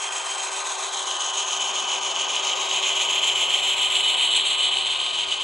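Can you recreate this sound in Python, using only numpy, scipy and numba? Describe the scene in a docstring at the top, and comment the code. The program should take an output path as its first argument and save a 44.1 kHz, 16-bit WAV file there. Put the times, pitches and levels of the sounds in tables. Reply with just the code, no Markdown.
"""Beside a model railway track, a small freight train creeps past a phone. A tiny wheel scrapes
the rail unevenly, easing off once a turn, and rings rail and car body; sharper nicks tick, the rail
sings thinly, and the colour of the scrape shifts as the cars move. On the left the locomotive's
motor and gears drone through the baseboard, over a low growl and rumble."""
import sys
import numpy as np
from scipy import signal
from scipy.fft import rfft, irfft, next_fast_len
from scipy.io import wavfile
from scipy.ndimage import uniform_filter1d
from numba import njit

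SR = 44100
rng = np.random.default_rng(int(sys.argv[2]) if len(sys.argv) > 2 else 0)


def to_wav(sig):
    """Store sig (one row per channel, or 1-D mono) as 16-bit WAV at the path in sys.argv[1].

    Samples outside -1..1 are clipped; the rate is SR.
    """
    pcm = np.clip(np.atleast_2d(sig), -1, 1) * 32767
    pcm = np.round(pcm).astype(np.int16)
    wavfile.write(sys.argv[1], SR, pcm.T)  # frames by channels


N = 239771
T = np.arange(N) / SR

# time_s, lateness_s
TURN_LAG = [(0, 0.0014), (.9, -.004), (1.05, .003), (1.55, -0.0011), (2.1, 0.0015), (2.42, 0.012), (2.8, 0),
            (3.2, -.007), (3.6, -0.011), (3.78, -0.0000075), (4.1, -.007), (4.45, -0.0013), (4.85, -0.002),
            (5.3, 0.011), (5.44, 0.0043)]
# turn_fraction, pressure_db
TURN_PRESSURE = [(0, 4), (.07, 0), (.17, 5), (.33, 4.5), (.45, 2), (.6, 2), (.68, -1.5), (.74, -6),
                 (.8, -1), (.88, 3), (1, 4.5)]
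# centre_s, half_length_s, gain_db
PRESSURE_SURGES = [(.94, 0.01, 2.5), (1.115, 0.009, 1.5), (1.41, 0.015, 3.5), (1.535, 0.012, 2),
                   (1.575, .006, 3), (1.62, 0.014, 2.5), (2.36, 0.015, 2), (2.48, 0.032, 2),
                   (2.77, 0.018, 1.5), (2.87, 0.037, 1), (3.02, 0.015, 1.5), (3.29, 0.025, 1.5),
                   (3.69, 0.017, 0.5), (3.965, 0.015, 2.5), (4.25, 0.015, 3), (4.36, 0.03, 2),
                   (4.47, .015, 1.5), (4.64, 0.033, 1.5), (4.77, 0.012, -0.5), (5.2, .02, 1.5),
                   (5.32, 0.019, 2)]
def wheel_scrape(turn_hz=7.378):
    """Wheel pressure on the rail cycles each turn and surges briefly; the train's speed wavers."""
    turn_fraction = (T - curve(TURN_LAG)) * turn_hz % 1
    pressure_db = np.interp(turn_fraction, *np.transpose(TURN_PRESSURE)) + 0.9 * walk(110)
    body = gliding_notches(body_rings(pressure_db))
    friction = rng.standard_normal(N) * undb(0.38 * pressure_db)
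    return undb(swell(PRESSURE_SURGES)) * (body + rail_tone(pressure_db) + narrow_rings(friction))


# per band (main, low shoulder, high shoulder, valley, hiss, upper hiss, air):
# base_hz, nominal_width_hz, relative_db
BAND_MODES = [
    [(3000, 245, 6.5), (3263, 290, 0)],
    [(2632, 354, 5), (2150, 720, -5.5), (1752, 290, -4.5)],
    [(3590, 350, 7.5), (4146, 344, 0)],
    [(4835, 940, 0)],
    [(6490, 790, 0)],
    [(7930, 1020, -8), (9050, 1110, -14.5)],
    [(10800, 3600, 0), (15100, 1100, -0.5)],
]
# per band: pressure_db_per_db
BAND_FOLLOW = [0.5, 0.45, 0.6, 0.53, 0.87, 0.84, 0.9]
# time_s, level_db
MAIN_BAND_LEVEL = [(0, -37.5), (.45, -35), (.6, -37), (.91, -35), (.95, -33.5), (1.08, -32), (1.13, -31.5),
                   (1.7, -30.3), (2.1, -30.5), (2.35, -27), (2.6, -30), (2.9, -24.5), (3.3, -23.5),
                   (3.7, -24.5), (4.35, -23), (4.65, -24), (5.1, -28), (5.44, -29)]
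# per band after main: base_db
SIDE_BAND_DB = [-37, -39, -43, -35.5, -40, -74.5]
# per band after main: centre_s, half_length_s, gain_db; the top band brightens briefly and faintly at 1.6 s
SIDE_BAND_SWELLS = [
    [(.2, 0.34, 0), (.95, 0.27, -2.5), (2.85, 0.13, 1.5), (3.7, 1.44, 7.5)],
    [(.8, 0.7, 1.5), (2.85, 0.2, 3.5), (4.4, 1, 11)],
    [(.3, 0.31, 2.5), (2.4, 1, 3.5), (4.4, 0.54, -7)],
    [(1.5, 0.65, 4.5), (3.0, 1, 4), (4.8, 0.88, -6.5)],
    [(.3, 1.3, 7.5), (2.9, 0.35, 3.5), (4.25, 0.75, 9.5)],
    [(1.6, 0.23, 12), (3.7, 1.9, 30.5)],
]
def body_rings(pressure_db, scatter_db=1.3):
    """Dense tiny catches of uneven size ring rail and car body."""
    catches = (rng.random(N) < .3) * undb(scatter_db * rng.exponential(size=N))
    levels_db = [curve(MAIN_BAND_LEVEL)]
    levels_db += [db + swell(rows) for db, rows in zip(SIDE_BAND_DB, SIDE_BAND_SWELLS)]
    main_ratio = glide(1.07, 1.01, .6, .4)
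    hiss_ratio = glide(1.02, 1.13, 3.2, .6) + glide(0, -.1, 4.5, .4)  # sinks as the wheel leaves
    pitch_ratios = [main_ratio, 1, 1, 1, hiss_ratio, 1, 1]
    out = 0
    for modes, db, follow, ratio in zip(BAND_MODES, levels_db, BAND_FOLLOW, pitch_ratios):
        band = ring_set(catches * rng.standard_normal(N), modes, ratio)
        load = undb(follow * pressure_db + 0.9 * walk(60))
        out = out + undb(db) * unit(load * band)
    return out


# from_hz, to_hz, centre_s, half_length_s
NOTCH_GLIDES = [(3780, 1690, 0.95, 0.71), (4730, 5330, 4.3, 0.58), (7190, 9400, 3.1, 1.8)]
# width_hz, depth_fraction
NOTCH_SHAPES = [(800, .62), (330, .88), (450, .65)]
def gliding_notches(x):
    """Dark gaps glide through the scrape as the cars move."""
    for path, (width_hz, depth) in zip(NOTCH_GLIDES, NOTCH_SHAPES):
        x = x - depth * ring(x, glide(*path), width_hz)
    return x


# pitch_hz, width_hz, level_db, centre_s, half_length_s
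NARROW_MODES = [(3137, 45, -37.5, 0.19, 0.45), (3950, 130, -42, .9, 0.53), (3790, 96, -37.5, 2.65, .35),
                (4390, 10, -49.5, 4.8, 4), (2621, 50, -44, 3.2, 1.5), (6340, 170, -42, 3.3, 0.63)]
def narrow_rings(friction):
    """Narrow modes of rail and car, each heard while its wheel is near."""
    return sum(undb(db) * bell(centre_s, half_s) * unit(ring(friction, hz, width_hz))
               for hz, width_hz, db, centre_s, half_s in NARROW_MODES)


# pitch_hz, wander_hz, relative_db, left_db
RAIL_TONE = [(2984, 3.5, 0, 0)]
# time_s, base_db
RAIL_TONE_LEVEL = [(0, -62), (1.0, -58), (1.15, -38), (1.9, -37), (2.2, -41), (2.5, -38), (3.2, -40),
                   (3.5, -33), (4.4, -31), (4.8, -35), (5.44, -39)]
def rail_tone(pressure_db):
    """The rail sings one thin tone, louder under pressure."""
    return undb(curve(RAIL_TONE_LEVEL) + 0.4 * pressure_db) * tones(RAIL_TONE, waver_db=2.5)[0]


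# start_s, peak_db
WHEEL_NICKS = [(1.112, -16.5), (1.7619, -15), (1.9275, -15.5), (2.162, -15), (2.3058, -18), (2.364, -14.5),
               (2.7128, -13), (2.9237, -16), (3.0006, -17), (3.1422, -15), (3.2343, -15), (3.2743, -12),
               (3.2987, -13), (3.5446, -13), (3.84, -12), (3.9555, -7), (4.148, -10), (4.3366, -15),
               (4.6072, -12), (4.7703, -9.5), (4.9611, -16), (5.001, -15), (5.1094, -18), (5.1483, -16),
               (5.2073, -15), (5.2346, -15), (5.322, -16), (5.4078, -18)]
def wheel_nicks(pitch_hz=3039.3, nominal_width_hz=270):
    """Single larger catches, each ringing briefly."""
    impulses = np.zeros(N)
    for start_s, peak_db in WHEEL_NICKS:
        impulses[int(start_s * SR)] = undb(peak_db)
    ticks = ring_set(impulses, [(pitch_hz, nominal_width_hz, 0)])
    return ticks * impulses.max() / np.abs(ticks).max()


# freq_hz, relative_db
BOARD_SPECTRUM = [(250, -39.5), (340, -14), (400, -7), (470, -12), (515, -5.5), (760, -1.5), (1050, 0.5),
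                  (1260, -4.5), (1400, -25), (1700, -34)]
# pitch_hz, wander_hz, relative_db, left_db
DRONE_TONES = [(771, 7.96, -14.5, -0.5), (956, 3, -15, 5), (1048, 9.08, -17.5, 5.5), (1075, 5.93, -16, 4)]
def baseboard_drone(gain_db=-33.5, nearest_s=1.9, passing_s=2.35):
    """Motor and gears shake the board; the drone fills in, then spreads and draws off to the left."""
    nearness = 1 / np.hypot(1, (T - nearest_s) / passing_s)
    coherence = glide(0.85, -0.15, 3.5, 1.5)
    low_cut = glide(0.37, 0, 2, 0.5)
    noise = coloured(BOARD_SPECTRUM, coherence)
    board = np.array([side - low_cut * ring(side, hz=530, width_hz=360) for side in noise])
    drone = board + tones(DRONE_TONES) * [np.ones(N), coherence]
    return undb(gain_db) * nearness * panned(drone, glide(2.4, 7.6, 1.5, 1.1))


# freq_hz, relative_db
WHIRR_SPECTRUM = [(1100, -24.5), (1330, 4), (1560, 7), (1700, 1), (2000, 0.5), (2200, -20), (2600, -50)]
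# pitch_hz, wander_hz, relative_db, left_db
GEAR_WHINES = [(1230.5, 2, -3.5, 6.5), (1412, 3, -18, 12), (1536, 2, -11.5, 8), (1558, 2, -13, 8)]
# pitch_hz, wander_hz, relative_db, left_db
ANTIPHASE_WHINE = [(1466, 1.5, -13, 6)]
def gear_whirr(gain_db=-41, fade_db_per_s=1.25):
    """Gears whirr and whine, slowly fading; one whine reaches left and right in opposite phase."""
    whirr = panned(coloured(WHIRR_SPECTRUM, coherence=0.25), left_db=1)
    whirr += tones(GEAR_WHINES, waver_db=3.0)
    whirr += tones(ANTIPHASE_WHINE, waver_db=1.5) * [[1], [-1]]
    return undb(gain_db - fade_db_per_s * T) * whirr


# pitch_hz, wander_hz, relative_db, left_db
HUM_TONES = [(384.7, 1.21, 1, 5.5), (346, 4.8, -13, -2)]
def motor_hum(gain_db=-53.5):
    """Two low motor and gear tones that swell twice."""
    swell_db = 4.1 * bell(.9, 0.25) + 5.9 * bell(2.9, 1.16)
    return undb(gain_db + swell_db) * tones(HUM_TONES, waver_db=-0.7)


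# freq_hz, relative_db
GROWL_SPECTRUM = [(110, -30), (140, -8), (200, 0.5), (300, 6.5), (400, -30)]
# freq_hz, relative_db
RUMBLE_SPECTRUM = [(15, -70), (30, -31), (60, -7), (95, -0.5), (135, -5), (200, -11)]
def board_rumble():
    """A growl, then a deeper rumble, come up as the train's weight reaches the near board."""
    growl = coloured(GROWL_SPECTRUM, coherence=glide(.92, .5, 3.8, .8))
    growl = panned(growl, left_db=glide(2, 6.5, 2.5, 1.5))
    rumble = coloured(RUMBLE_SPECTRUM, coherence=.95)
    return undb(glide(-71.5, -59.5, 1.5, 0.1)) * growl + undb(glide(-75, -62.5, 3, 0.2)) * rumble


def tones(table, waver_db=3.5):
    """Stereo sines wavering in pitch and level."""
    out = 0
    for hz, wander_hz, db, left_db in table:
        cycles = rng.random() + np.cumsum(hz + wander_hz * walk(10)) / SR
        tone = np.sqrt(2) * np.sin(2 * np.pi * cycles)
        out = out + panned(undb(db + waver_db * walk(7)) * tone, left_db)
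    return out


def coloured(spectrum, coherence):
    """Shaped stereo noise, left and right partly alike."""
    hz, db = np.transpose(spectrum)
    size = next_fast_len(N)
    bins_hz = np.fft.rfftfreq(size, 1 / SR)
    gain = undb(np.interp(np.log(bins_hz + 1), np.log(hz), db, right=-80))
    shared, own = (unit(irfft(rfft(rng.standard_normal(size)) * gain, size)[:N]) for _ in range(2))
    return np.array([shared, coherence * shared + np.sqrt(1 - coherence ** 2) * own])


def ring_set(x, modes, pitch_ratio=1):
    """Parallel two-stage resonances of alternating sign."""
    out = 0
    for i, (hz, width_hz, db) in enumerate(modes):
        stage = hz * pitch_ratio, 1.76 * width_hz
        out = out + (-1) ** i * undb(db) * ring(ring(x, *stage), *stage)
    return out


def ring(x, hz, width_hz):
    """One resonance, steady or gliding."""
    hz = hz + np.zeros(N)
    return svf(x, np.tan(np.pi * hz / SR), width_hz / hz)


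@njit
def svf(x, tuning, damping):
    """State-variable band-pass, unity gain at centre."""
    y, band, low = np.empty(len(x)), 0., 0.
    for i in range(len(x)):
        g = tuning[i]
        v = (band + g * (x[i] - low)) / (1 + g * (g + damping[i]))
        band, low = 2 * v - band, low + 2 * g * v
        y[i] = damping[i] * v
    return y


def walk(rate_hz):
    """Random levels joined by ramps."""
    hold = int(SR / rate_hz)
    steps = np.repeat(rng.standard_normal(N // hold + 1), hold)
    return 0.993 * uniform_filter1d(steps, hold)[:N]


def curve(table):
    """Straight lines between timed values."""
    return np.interp(T, *np.transpose(table))


def bell(centre_s, half_s):
    """Gaussian window, peak 1."""
    return np.exp(-((T - centre_s) / half_s) ** 2)


def swell(rows):
    """Summed rises and dips in dB."""
    return sum(db * bell(centre_s, half_s) for centre_s, half_s, db in rows)


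def glide(start, end, centre_s, half_s):
    """Smooth step from start to end."""
    return start + (end - start) * (1 + np.tanh((T - centre_s) / half_s)) / 2


def panned(x, left_db):
    """Set left above right by left_db."""
    return x * undb(left_db * np.array([[.5], [-.5]]))


def undb(db):
    """Decibels to gain."""
    return 10 ** (np.asarray(db) / 20)


def unit(x):
    """Scale to rms 1."""
    return x / np.sqrt(np.mean(x ** 2))


# freq_hz, left_lead_rad
STEREO_PHASE = [(2750, 0), (2900, -.38), (3350, -.35), (3550, 0), (7250, 0), (7600, .45), (7750, 1.1),
                (9000, 3.1), (10200, 4.9), (10450, 6.05), (11000, 2 * np.pi), (11650, 2 * np.pi),
                (12500, 3 * np.pi), (14000, 3 * np.pi), (14600, 4 * np.pi)]
def widen_treble(x):
    """A left-right phase shift, stepped by frequency, widens the scrape's treble."""
    size = next_fast_len(N)
    lead_rad = np.interp(np.fft.rfftfreq(size, 1 / SR), *np.transpose(STEREO_PHASE))
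    return irfft(rfft(x, size) * np.exp(.5j * np.array([lead_rad, -lead_rad])), size)[:, :N]


def scene():
    """The wheel close by, the locomotive spread to the left."""
    wheel = widen_treble(wheel_scrape() + wheel_nicks())
    return wheel + baseboard_drone() + gear_whirr() + motor_hum() + board_rumble()


def record(dry, dull_hz=9800, top_hz=15800):
    """The microphone dulls the highest treble and the phone cuts the top."""
    dull = signal.sosfilt(signal.butter(2, dull_hz, fs=SR, output="sos"), dry)
    return signal.sosfilt(signal.ellip(8, .2, 70, top_hz, fs=SR, output="sos"), dull)


dry = scene()
out = record(dry)
to_wav(out)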